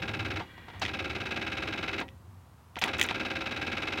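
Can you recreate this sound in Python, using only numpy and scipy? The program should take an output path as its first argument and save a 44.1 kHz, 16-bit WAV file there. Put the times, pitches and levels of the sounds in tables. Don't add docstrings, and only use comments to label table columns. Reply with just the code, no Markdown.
import sys
import numpy as np
from scipy import signal
from scipy.fft import rfft, irfft, next_fast_len
from scipy.io import wavfile
from scipy.ndimage import uniform_filter1d

SR = 44100
rng = np.random.default_rng(int(sys.argv[2]) if len(sys.argv) > 2 else 0)


def to_wav(s):
    ch = np.atleast_2d(s).T
    pcm = np.round(np.clip(ch, -1, 1) * 32767)
    wavfile.write(sys.argv[1], SR, pcm.astype(np.int16))


N = 176400

# (start [s], release [s], period [s], period lost per stroke [s], settling lag [s])
TRIES = [(-.0412, .39, .0588, .0006, 0), (.8134, 2.0, .0540, .00015, .0118),
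         (2.815, 4.0, .0532, .0001, .009)]
TRY_GAINS = [0.03, 0.5, 1.52]
# (delay [s], attack [s], t60 [s])
IMPACTS = [(0, .0065, .062), (.0135, .003, .064), (.034, .006, .05)]
IMPACT_LEVELS = [-33, -33.5, -40]
# (frequency [Hz], gain [dB])
BULKHEAD_COLOUR = [(60, -2), (300, -17), (650, -7), (1000, -12), (1300, -1.5), (1900, -9.5), (2600, -8.5),
                   (3400, -7), (4000, -9), (4400, -15), (5400, -16.5), (7000, -28.5), (9000, -36),
                   (15000, -43.5)]
# (frequency [Hz], width [Hz], lift [dB])
STARTER_RESONANCES = [(320, 17, 9.5), (390.4, 28, 7), (535.4, 9.7, 12), (784.5, 47, 9), (1367, 35, 7),
                      (1432, 8.9, 10), (1573, 27, 2.5), (1629, 86, 12.5), (1909, 9.1, 9), (2070, 115, 9.5),
                      (2257, 157, 9.5), (2418, 66, 3.5), (2597, 230, 12.5), (2950, 72, 6.5),
                      (3850, 120, 7.5)]
# (frequency [Hz], gain [dB])
BOOM_COLOUR = [(20, -30), (55, 1.5), (100, -13), (140, 1), (240, 5.5), (330, 4.5), (450, -0.5), (600, -3),
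               (1000, -4.5), (3000, -38.5), (9000, -50)]

# (time [s], level [dB])
SLAMS = [(0.815, -29), (2.815, -28.5)]
# (frequency [Hz], gain [dB])
SLAM_COLOUR = [(80, -10), (400, -19.5), (800, 0.5), (1500, -12.5), (2700, -9), (4500, -9.5), (7000, -23.5),
               (10000, -39), (15000, -44)]
# (frequency [Hz], width [Hz], lift [dB])
SLAM_RESONANCES = [(756, 45, 0.5), (1710, 120, 7), (2670, 100, 9)]

# (time [s], level [dB], t60 [s])
KNOCKS = [(0.395, -32.5, 0.14), (0.576, -45, 0.073), (0.68, -42, 0.09), (0.698, -42, 0.041),
          (.733, -47, 0.39), (2.009, -30, 0.069), (2.7636, -33, 0.096), (2.818, -34, 0.028),
          (2.843, -30, 0.12), (2.872, -31.5, 0.064), (2.895, -40, 0.14), (3.108, -27, 0.04)]
# (frequency [Hz], gain [dB])
LOCK_COLOUR = [(60, -2), (300, 0.5), (580, -4), (800, -1.5), (1100, -1), (2000, -6.5), (3300, -8.5),
               (5000, -19.5), (9000, -39), (15000, -62)]
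# (frequency [Hz], width [Hz], lift [dB])
LOCK_RESONANCES = [(725, 60, 10.5), (930, 89, 9), (1387, 33, 7.5), (2070, 140, 7.5)]

# (time [s], level [dB], brightest pitch [Hz])
CLINKS = [(.797, -41.5, 6300), (2.002, -38, 8240), (2.791, -34, 10800), (2.816, -37, 13000),
          (2.84, -26.5, 9900), (2.860, -40, 11000), (2.88, -39, 7540), (2.983, -34.5, 8300),
          (2.9963, -28, 8300), (3.0136, -19, 7400), (3.027, -24.5, 7800), (3.037, -26.5, 7540),
          (3.063, -37, 11800)]
# (frequency [Hz], level [dB], t60 [s])
KEY_MODES = [(6380, -9, 0.022), (7090, -12, 0.034), (7800, -14.5, .016), (9400, -19.5, 0.071),
             (11740, -13, 0.035), (14800, -17, .035)]
# (frequency [Hz], gain [dB])
SCRAPE_COLOUR = [(3000, -39), (6000, 6), (7300, 4), (8600, 0), (10000, -10.5), (15000, -5)]

# (time [s], level [dB])
SNAPS = [(0.852, -23), (0.8624, -25), (2.082, -45.5), (2.088, -41), (2.7576, -35), (2.7875, -31),
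         (2.8149, -26), (2.8182, -39), (2.8388, -16.5), (2.8603, -32), (2.996, -23.5), (3.014, -12),
         (3.0173, -31), (3.0278, -20.5), (3.0878, -22.5), (3.11, -24.5)]
# (frequency [Hz], gain [dB])
SHROUD_COLOUR = [(200, -22), (1200, -8), (1700, -6), (3500, 3.5), (4300, -13.5), (5500, -11.5), (8300, -27),
                 (10000, -27.5), (15000, -46)]
# (frequency [Hz], width [Hz], lift [dB])
SHROUD_RESONANCES = [(1930, 280, 12), (2460, 360, 9), (3050, 290, 2), (5100, 220, 0.5)]

# (frequency [Hz], gain [dB])
WHIRR_COLOUR = [(200, 10.5), (600, -5), (1000, 0), (2500, -15), (4100, -7), (5000, -21), (9000, -30)]
# (frequency [Hz], width [Hz], lift [dB])
WHIRR_RESONANCES = [(1584, 150, 14), (1915, 190, 21), (2350, 330, 18.5), (2860, 140, 18), (3350, 210, 12.5)]
# (frequency [Hz], gain [dB])
RUMBLE_COLOUR = [(25, -36), (50, -17.5), (75, 1.5), (95, 4.5), (125, -3), (200, -10.5), (400, -21),
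                 (3000, -56)]
# (time [s], level [dB])
RUMBLE_ENVELOPE = [(0, -39.5), (.38, -41.5), (.48, -56), (.9, -45.5), (2.0, -48.5), (2.55, -55.5),
                   (2.72, -58.5), (2.9, -47.5), (4, -49.5)]
# (frequency [Hz], gain [dB])
AIR_COLOUR = [(40, -7), (200, -4), (450, -7), (1050, -0.5), (1900, -12), (5700, -20), (15500, -23.5)]

RING_SAMPLES = int(.25 * SR)


def solenoid():
    loose_db, boom_db = -37, -40.5
    clack, metal, cab = np.zeros(RING_SAMPLES), np.zeros(N), np.zeros(N)
    for (delay, attack, t60), db in zip(IMPACTS, IMPACT_LEVELS):
        add(clack, delay, undb(db) * burst(attack, t60))
    repeated_boom = undb(-1.5) * burst(attack=.022, t60=.24)
    for start, gain in strokes():
        loose_parts = undb(loose_db) * burst(attack=.008, t60=.15, passes=0)
        random_boom = burst(attack=.022, t60=.24, passes=0)
        add(metal, start, gain * (clack + loose_parts))
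        add(cab, start, gain * (repeated_boom + random_boom))
    chatter = colour(metal, BULKHEAD_COLOUR, STARTER_RESONANCES)
    return chatter + undb(boom_db) * colour(cab, BOOM_COLOUR, STARTER_RESONANCES)


def strokes():
    settle_strokes, scatter_db = .8, .5
    k = np.arange(24)
    pulses = []
    for (start, release, period, quicken, lag), db in zip(TRIES, TRY_GAINS):
        settling = lag * (1 - np.exp(-k / settle_strokes))
        times = start + period * k - quicken * k ** 2 / 2 + settling
        gains = undb(db + scatter_db * rng.standard_normal(len(k)))
        pulses += [(time, gain) for time, gain in zip(times, gains) if time < release]
    return pulses


def plunger_slams():
    force = np.zeros(N)
    for start, db in SLAMS:
        add(force, start, undb(db) * burst(attack=.004, t60=.14))
    return colour(force, SLAM_COLOUR, SLAM_RESONANCES)


def ignition_lock():
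    force = np.zeros(N)
    for start, db, t60 in KNOCKS:
        add(force, start, undb(db) * burst(attack=.004, t60=t60))
    return colour(force, LOCK_COLOUR, LOCK_RESONANCES)


def keys():
    spread_octaves, detune, scatter_db = .3, .0071, 2
    scrape, jingle = np.zeros(N), np.zeros(N)
    t = np.arange(RING_SAMPLES) / SR
    for start, db, bright_hz in CLINKS:
        add(scrape, start, undb(db - 7) * burst(attack=0, t60=.02))
        for hz, mode_db, t60 in KEY_MODES:
            gain = undb(db + mode_db + scatter_db * rng.standard_normal())
            coupling = 1 / (1 + (np.log2(hz / bright_hz) / spread_octaves) ** 2)
            key_hz = hz * (1 + detune * rng.standard_normal())
            add(jingle, start, gain * coupling * np.sin(2 * np.pi * key_hz * t) * decay(t, t60))
    return colour(scrape, SCRAPE_COLOUR) + jingle


def shroud_snaps():
    force = np.zeros(N)
    for start, db in SNAPS:
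        snap = burst(attack=0, t60=.013)
        tail = undb(-17) * burst(attack=0, t60=.1)
        add(force, start, undb(db) * (snap + tail))
    return colour(force, SHROUD_COLOUR, SHROUD_RESONANCES)


def whirr():
    start_s, stop_s, fade_s = .33, .933, .032
    t = np.arange(N) / SR
    gate = np.clip(np.minimum(t - start_s, stop_s - t) / fade_s, 0, 1)
    return undb(-51.5) * gate * colour(rng.standard_normal(N), WHIRR_COLOUR, WHIRR_RESONANCES)


def cab_rumble():
    level_db = np.interp(np.arange(N) / SR, *np.array(RUMBLE_ENVELOPE).T)
    return undb(level_db) * colour(rng.standard_normal(N), RUMBLE_COLOUR)


def cab_air():
    return undb(-62.5) * colour(rng.standard_normal(N), AIR_COLOUR)


def burst(attack, t60, passes=4):
    t = np.arange(RING_SAMPLES) / SR
    rise = np.minimum((t + 1 / SR) / max(attack, 1 / SR), 1)
    envelope = rise * decay(np.maximum(t - attack, 0), t60)
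    grain = rng.standard_normal(len(t))
    for _ in range(passes):
        phase = np.angle(rfft(grain * envelope))
        white = irfft(np.exp(1j * phase), len(t))
        local_power = np.abs(uniform_filter1d(white ** 2, size=128))
        grain = white / np.sqrt(local_power + 1e-18)
    return grain * envelope


def colour(x, points, resonances=()):
    n = next_fast_len(N + N // 10, True) * 2
    f = np.maximum(np.arange(n // 2 + 1) * SR / n, 1)
    hz, db = np.array(points).T
    curve_db = np.interp(np.log(f), np.log(hz), db)
    for centre, width, lift in resonances:
        curve_db += lift / (1 + (2 * (f - centre) / width) ** 2)
    gain = undb(curve_db)
    gain /= np.sqrt(np.mean(gain ** 2))
    cepstrum = irfft(np.log(gain), n)
    cepstrum[1:n // 2] *= 2
    cepstrum[n // 2 + 1:] = 0
    return irfft(rfft(x, n) * np.exp(rfft(cepstrum)), n)[:N]


def decay(t, t60):
    return np.exp(-np.log(1000) * t / t60)


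def undb(db):
    return 10 ** (np.asarray(db) / 20)


def add(out, start, x):
    i = int(start * SR)
    x, i = x[max(-i, 0):], max(i, 0)
    out[i:i + len(x)] += x[:max(len(out) - i, 0)]


def scene():
    background = cab_rumble() + whirr() + cab_air()
    return (background + shroud_snaps() + keys() + ignition_lock() + plunger_slams() + solenoid())[None]


def record(dry):
    low_hz, top_hz = 46, 15900
    highpass = signal.butter(4, low_hz, "highpass", fs=SR, output="sos")
    lowpass = signal.ellip(10, .2, 70, top_hz, fs=SR, output="sos")
    return signal.sosfilt(lowpass, signal.sosfilt(highpass, dry))


dry = scene()
out = record(dry)
to_wav(out)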